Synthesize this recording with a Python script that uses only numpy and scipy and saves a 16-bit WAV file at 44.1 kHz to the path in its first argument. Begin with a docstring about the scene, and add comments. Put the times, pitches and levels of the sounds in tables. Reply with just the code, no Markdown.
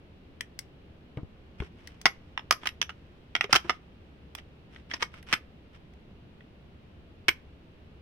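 """A steel adapter is fitted to the toothed socket of a hollow fibre tube, close up in a small quiet room.
A small hand-held part first ticks dryly. From 2 s the adapter hits the rim and runs down the teeth;
near 3.5 s it is pushed home. From 4.8 s it is twisted and the latch clicks over, last at 7.3 s.
Each steel contact is a quick rattle through hand-damped metal, and a few modes of adapter and tube
ring on. The tube knocks dully and sliding steel scrapes faintly."""
import sys
import numpy as np
from scipy import signal
from scipy.fft import rfft, irfft
from scipy.io import wavfile
from scipy.ndimage import uniform_filter1d

SR = 44100
rng = np.random.default_rng(int(sys.argv[2]) if len(sys.argv) > 2 else 0)


def store_wav(level_fs):
    """Save 16-bit WAV to argv[1]."""
    pcm = np.round(np.clip(np.atleast_2d(level_fs), -1, 1) * 32767)
    wavfile.write(sys.argv[1], SR, pcm.T.astype(np.int16))


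N = 353417
ALL_HZ = np.fft.rfftfreq(N, 1 / SR)

HIT_SIZE = 6144
HIT_HZ = np.fft.rfftfreq(HIT_SIZE, 1 / SR)
HIT_S = np.arange(HIT_SIZE) / SR
HIT_FADE = np.clip(2 - 2.5 * HIT_S / HIT_S[-1], 0, 1)

# hand position: t/s, left minus right/dB
HAND_PAN = [(1.8, 4.5), (2.1, -0.5), (2.7, -2.5), (3.4, -1), (4.3, -5.5), (5, 1), (7.3, -0.5)]


def contacts(clack_db=-0.48, ring_db=-3, ring_from_s=1.7):
    """Each contact clacks at the hands; the first ticks are dry, later steel contacts ring on."""
    out = np.zeros((2, N))
    for s, db, tone in [*ticks(), *blows(), *latch_clicks()]:
        _, free_hz, _, hard_db, sizzle_db, _ = tone
        pan = sides(np.interp(s, *np.transpose(HAND_PAN)))
        impact = undb(clack_db) * clack(*tone)
        ringing = (s > ring_from_s) * undb(ring_db) * ring(s, free_hz, hard_db, sizzle_db)
        add(out, s, undb(db) * (pan * impact + ringing))
    return out


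# adapter on rim and teeth:
# t/s, level/dB, main resonance/Hz, least damped mode/Hz, body/dB, hardness/dB, rattle/ms, rebound/ms
RIM_BLOWS = [(2.0556, -4, 2070, 5060, 3, 4, 1.4, 7), (2.3756, -18, 860, 5300, -4, -12, 1.05, 17),
             (2.5087, -6, 1220, 11300, 1.5, 10, 1.1, 15.5), (2.656, -21, 1240, 11300, 1.5, 1.5, 2.2, 6),
             (2.671, -14.5, 2900, 11300, -9.5, 3.5, 1, 18),
             (2.8152, -12.5, 3230, 5940, -6.5, 3.5, 0.67, 11), (2.8926, -27, 1370, 2890, 0, -2, 1.7, 8),
             (3.351, -10.5, 2000, 3250, -1.5, -0.5, 1.2, 11), (3.4091, -10, 2040, 2750, -2.5, -2.5, .9, 0),
             (3.4418, -21.5, 2100, 3140, -3, -1.5, 0.66, 0),
             (3.5276, -13.5, 3140, 5000, -3, 14.5, .45, 0.5), (3.5294, -4, 1470, 14450, 0, 4.5, 1.5, 12.5),
             (3.5517, -11, 1260, 11300, 5, 7, .75, 2.5), (3.5583, -7.5, 3190, 14450, -3, 6, 1.7, 5),
             (3.6948, -10.5, 2020, 5300, 6.5, -1.5, 1.53, 8)]


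def blows(loss_db_per_ms=0.74):
    """The adapter strikes and mostly rebounds: the later, the weaker."""
    for s, db, main_hz, free_hz, body_db, hard_db, rattle_ms, rebound_ms in RIM_BLOWS:
        sizzle_db = hard_db - 6
        tone = main_hz, free_hz, body_db, hard_db, sizzle_db, rattle_ms
        yield s, db, tone
        if rebound_ms > 1:
            yield s + rebound_ms / 1000, db - loss_db_per_ms * rebound_ms, tone


# latch: t/s, level/dB, main resonance/Hz, least damped mode/Hz, body/dB, hardness/dB, travel/ms
LATCH_CLICKS = [(4.7604, -39.5, 2050, 3300, -2.5, -7, 1.3), (4.9123, -25.5, 2050, 3300, -10, -3.5, 1.34),
                (4.9365, -23, 2020, 5260, -0.5, 7, 5.3), (5.0239, -15.5, 2100, 3190, 5, 9, 4.5),
                (5.3267, -9, 2063, 1314, -3, 3.5, 10.8), (7.2827, -7, 2260, 14450, -6, 1, 7.14)]
# pawl stages: share of travel, level/dB
PAWL_STAGES = [(0, -1), (0.551, -2.5), (1, -2.5)]


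def latch_clicks(rattle_ms=0.95):
    """The pawl slips, drops and seats in each click; louder clicks have more top."""
    for s, db, main_hz, free_hz, body_db, hard_db, travel_ms in LATCH_CLICKS:
        sizzle_db = hard_db + 4 + db
        tone = main_hz, free_hz, body_db, hard_db, sizzle_db, rattle_ms
        for share, stage_db in PAWL_STAGES:
            yield s + share * travel_ms / 1000, db + stage_db, tone


# handling ticks: t/s, level/dB, main resonance/Hz, least damped mode/Hz, body/dB, hardness/dB
LIGHT_TICKS = [(0.4078, -21.5, 2060, 3400, -10, 5.5), (0.5900, -31.5, 2060, 3470, -7.5, 18.5),
               (1.1716, -38.5, 2080, 1300, -12, -9.5), (1.6016, -27.5, 2100, 845, -1, -10.5),
               (1.873, -36, 1960, 4150, -26.5, 9.5), (2.0141, -39.5, 3420, 6450, -5, 10.5),
               (2.6327, -31.5, 1500, 3360, 7, -24), (4.3504, -29, 3416, 14450, 1.5, 6.5),
               (4.3860, -36.5, 2660, 3450, -16, -14), (5.14, -35, 2000, 1300, 4, -6),
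               (5.2273, -43.5, 1940, 11300, -10, 2.5), (5.9358, -54, 1997, 6450, -4, 0),
               (6.4065, -44, 1806, 2100, -6, -19)]


def ticks(rattle_ms=1):
    """Light single contacts of hand-held parts."""
    for s, db, main_hz, free_hz, body_db, hard_db in LIGHT_TICKS:
        sizzle_db = hard_db + 4
        yield s, db, (main_hz, free_hz, body_db, hard_db, sizzle_db, rattle_ms)


# steel contact spectrum: f/Hz, level/dB
STEEL_SPECTRUM = [(100, -21.5), (300, -12), (520, -13), (820, -6.5), (1200, -3), (2100, -2.5), (3200, -4),
                  (4400, -16), (5400, -11.5), (7200, -26), (8400, -21.5), (9900, -28.5), (11300, -24.5),
                  (13000, -39), (14600, -33.5)]


def clack(main_hz, free_hz, body_db, hard_db, sizzle_db, rattle_ms, chatter_ms=4, wide_hz=3400):
    """A burst of micro-impacts, coloured by the damped metal and the spot struck."""
    ms = HIT_S * 1000
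    age = ms / rattle_ms
    force = age * np.exp(-age)
    chatter = 0.17 * (1 - np.exp(-age)) * np.exp(-ms / chatter_ms)
    mid, side = rfft(rng.standard_normal((2, HIT_SIZE)) * (force + chatter))
    # short waves differ left and right
    burst = mid + np.array([[1], [-1]]) * side * np.minimum(HIT_HZ / wide_hz, 1)
    strength = np.sqrt(uniform_filter1d(abs(burst) ** 2, size=130, axis=1))
    tilt = [(1250, body_db), (1650, 0), (3600, 0), (4500, hard_db), (6400, hard_db), (7800, sizzle_db)]
    peaks_db = 8 * bump(HIT_HZ, main_hz, 190) + 10 * bump(HIT_HZ, free_hz, .035 * free_hz)
    gain = undb(curve(STEEL_SPECTRUM, HIT_HZ) + curve(tilt, HIT_HZ) + peaks_db)
    # mid-band energy equals 1 ms at rms 1
    mid_band = (HIT_HZ > 800) & (HIT_HZ < 4000)
    gain /= np.sqrt(np.sum(gain[mid_band] ** 2) * 2 / HIT_SIZE / (SR / 1000))
    return irfft(burst * causal(gain / strength)) * HIT_FADE


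# ringing modes of adapter and tube: f/Hz, loose level/dB, seated level/dB, t60/s
RING_MODES = [(830, -28, -37, .05), (1250, -27.5, -33.5, .06), (1360, -29.5, -27, 0.076),
              (1650, -27.5, -37.5, 0.041), (2062, -35, -33.5, 0.044), (2620, -29, -32, 0.045),
              (3409, -27.5, -40.5, 0.069), (4745, -42, -35, .09), (5250, -29.5, -34, 0.086),
              (6000, -33, -41, 0.11), (8300, -45, -33, .08), (11300, -44.5, -39.5, 0.15),
              (14500, -45, -38, .07)]


def ring(s, free_hz, hard_db, sizzle_db, seated_s=4.6, scatter_db=3, spared_db=10):
    """Each contact shares its energy among the modes differently; the grip spares those near free_hz."""
    hz, loose_db, seated_db, t60 = np.transpose(RING_MODES)[:, :, None]
    scatter, detune = rng.standard_normal((2, len(RING_MODES), 1))
    treble_db = curve([(3500, 0), (5000, hard_db), (8000, sizzle_db)], hz) / 2
    db = seated_db if s > seated_s else loose_db
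    db = db + scatter_db * scatter + treble_db + spared_db * bump(hz, free_hz, 150)
    phase = 2 * np.pi * (hz * (1 + .002 * detune) * HIT_S + rng.random((2, len(RING_MODES), 1)))
    onset = 1 - np.exp(-HIT_S / .001)
    return HIT_FADE * onset * np.sum(undb(db) * decay(HIT_S, t60) * np.sin(phase), axis=1)


# bumps on the tube: t/s, f/Hz, level/dB, t60/s
TUBE_KNOCKS = [(1.172, 130, -22.5, .05), (1.176, 306, -36.5, 0.14), (1.23, 96, -28, .07),
               (1.602, 68, -25, .09), (1.621, 390, -25, .03), (3.442, 400, -28.5, .05),
               (3.494, 560, -30.5, .04), (3.534, 140, -28, .07), (3.56, 352, -29, .05),
               (3.647, 348, -32, .09)]


def knocks(rough=0.4, thump_hz=320, thump_db=-14, thump_t60_s=0.025):
    """The hollow tube answers bumps and latch thumps with short, low, uneven rings."""
    out = np.zeros((2, N))
    thumps = [(s + travel_ms / 2000, thump_hz, db + thump_db, thump_t60_s)
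              for s, db, *_, travel_ms in LATCH_CLICKS]
    for s, hz, db, t60 in TUBE_KNOCKS + thumps:
        noise = rfft(rng.standard_normal(HIT_SIZE))
        grit = unit(irfft(noise / (1 + (HIT_HZ / (3.6 * hz)) ** 3)))
        envelope = (1 - np.exp(-HIT_S / .001)) * decay(HIT_S, t60)
        add(out, s, undb(db) * envelope * (rough * grit - np.sin(2 * np.pi * hz * HIT_S)))
    return out


# steel sliding on steel: t/s, length/s, level/dB
STEEL_SLIDES = [(1.578, 0.11, -53.5), (1.75, 0.22, -63), (2.607, 0.052, -51), (3.423, 0.035, -43),
                (3.499, 0.043, -40.5), (3.601, 0.18, -53), (4.367, 0.039, -49.5), (4.699, 0.13, -60),
                (4.889, 0.097, -44.5), (4.995, 0.059, -39), (5.11, 0.11, -55), (5.261, 0.13, -43),
                (5.724, 0.057, -58)]


def slides(handling_db=-71, catches_per_s=3000, lowpass_hz=9000):
    """Tiny catches of steel on steel, louder in a slide, faint while the hands just hold on."""
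    t = np.arange(N) / SR
    pressure = undb(handling_db) * np.interp(t, [1.4, 1.9, 6, 8], [0, 1, 0.083, 0.46])
    for s, length_s, db in STEEL_SLIDES:
        pressure += undb(db) * np.sin(np.pi * np.clip((t - s) / length_s, 0, 1))
    catches = rng.random(N) < catches_per_s / SR
    sizes = undb(4 * np.minimum(rng.exponential(size=N), 3))
    scrape = colour(catches * sizes * rng.standard_normal((2, N)), STEEL_SPECTRUM)
    return pressure * unit(irfft(rfft(scrape) / np.hypot(1, ALL_HZ / lowpass_hz), N))


def room(x, early_db=-13, early_t60_s=0.098, late_db=-23, late_t60_s=.25, gap_s=0.0028):
    """Quick reflections from chest and table, then the room's short diffuse tail."""
    t = np.arange(SR // 2) / SR
    onset = np.clip(t / gap_s - 1, 0, 1)
    tail = 0
    for db, t60 in ((early_db, early_t60_s), (late_db, late_t60_s)):
        echoes = rng.standard_normal((2, len(t))) * decay(t, t60) * onset
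        tail = tail + undb(db) * unit(echoes) / np.sqrt(len(t))
    reflected = signal.fftconvolve(x.mean(axis=0)[None], tail)[:, :N]
    return colour(reflected, [(150, -0.5), (1500, 2.5), (12000, -2)])


# room noise spectrum: f/Hz, relative level/dB
NOISE_SPECTRUM = [(25, -4.5), (45, -6), (73, 5), (110, -4), (180, -3.5), (280, -8), (400, -11), (550, -16),
                  (1000, -25.5), (2100, -29.5), (2800, -27.5), (4000, -35.5), (7300, -53.5), (16000, -57.5)]
# room noise width: f/Hz, side minus mid/dB
NOISE_WIDTH = [(200, -14), (380, -8), (900, 1)]


def ambience(level_db=-52):
    """Steady low rumble and soft hiss; the bass is alike left and right."""
    mid, side = rng.standard_normal((2, N))
    noise = mid + np.array([[1], [-1]]) * colour(side, NOISE_WIDTH)
    return undb(level_db) * unit(colour(noise, NOISE_SPECTRUM))


def undb(db):
    """Decibels to gain."""
    return 10 ** (np.asarray(db) / 20)


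def decay(t, t60):
    """Exponential fall, 60 dB per t60."""
    return np.exp(-np.log(1000) * t / t60)


def curve(points, hz):
    """Interpolate (f/Hz, level/dB) points over log frequency."""
    f, db = np.transpose(points)
    return np.interp(np.log(hz + 1), np.log(f), db)


def bump(hz, centre_hz, width_hz):
    """Resonance curve, 1 at its centre."""
    return 1 / (1 + ((hz - centre_hz) / width_hz) ** 2)


def unit(x):
    """Scale to rms 1."""
    return x / np.sqrt(np.mean(x ** 2))


def colour(x, points):
    """Filter a whole track by (f/Hz, gain/dB) points."""
    return irfft(rfft(x) * undb(curve(points, ALL_HZ)), N)


def causal(gain):
    """Minimum-phase response: starts at once, rings afterwards."""
    cepstrum = irfft(np.log(gain))
    cepstrum[..., 1:HIT_SIZE // 2] *= 2
    cepstrum[..., HIT_SIZE // 2 + 1:] = 0
    return np.exp(rfft(cepstrum))


def sides(db):
    """Left and right gains for a level difference."""
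    pair = undb(np.array([[1], [-1]]) * db / 2)
    return pair / np.sqrt(np.mean(pair ** 2, axis=0))


def add(track, s, sound):
    """Mix a sound in at s seconds."""
    i = int(s * SR)
    track[:, i:i + sound.shape[-1]] += sound[..., :N - i]


# left-right balance of the handling sounds by frequency: f/Hz, left minus right/dB
STEREO_BALANCE = [(500, 2.5), (2400, -3), (3500, -0.5), (5200, 4), (8000, -1), (14000, -4)]


def scene():
    """Handling sounds and their reflections, over room noise."""
    near = contacts() + knocks() + slides()
    heard = irfft(rfft(near + room(near)) * sides(curve(STEREO_BALANCE, ALL_HZ)), N)
    return heard + ambience()


def record(dry):
    """Soft peak limit, then low-pass."""
    top_hz = 15900
    rounded = dry / (1 + dry ** 4) ** (1 / 4)
    return signal.sosfilt(signal.ellip(8, .2, 70, top_hz, fs=SR, output="sos"), rounded)


dry = scene()
out = record(dry)
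store_wav(out)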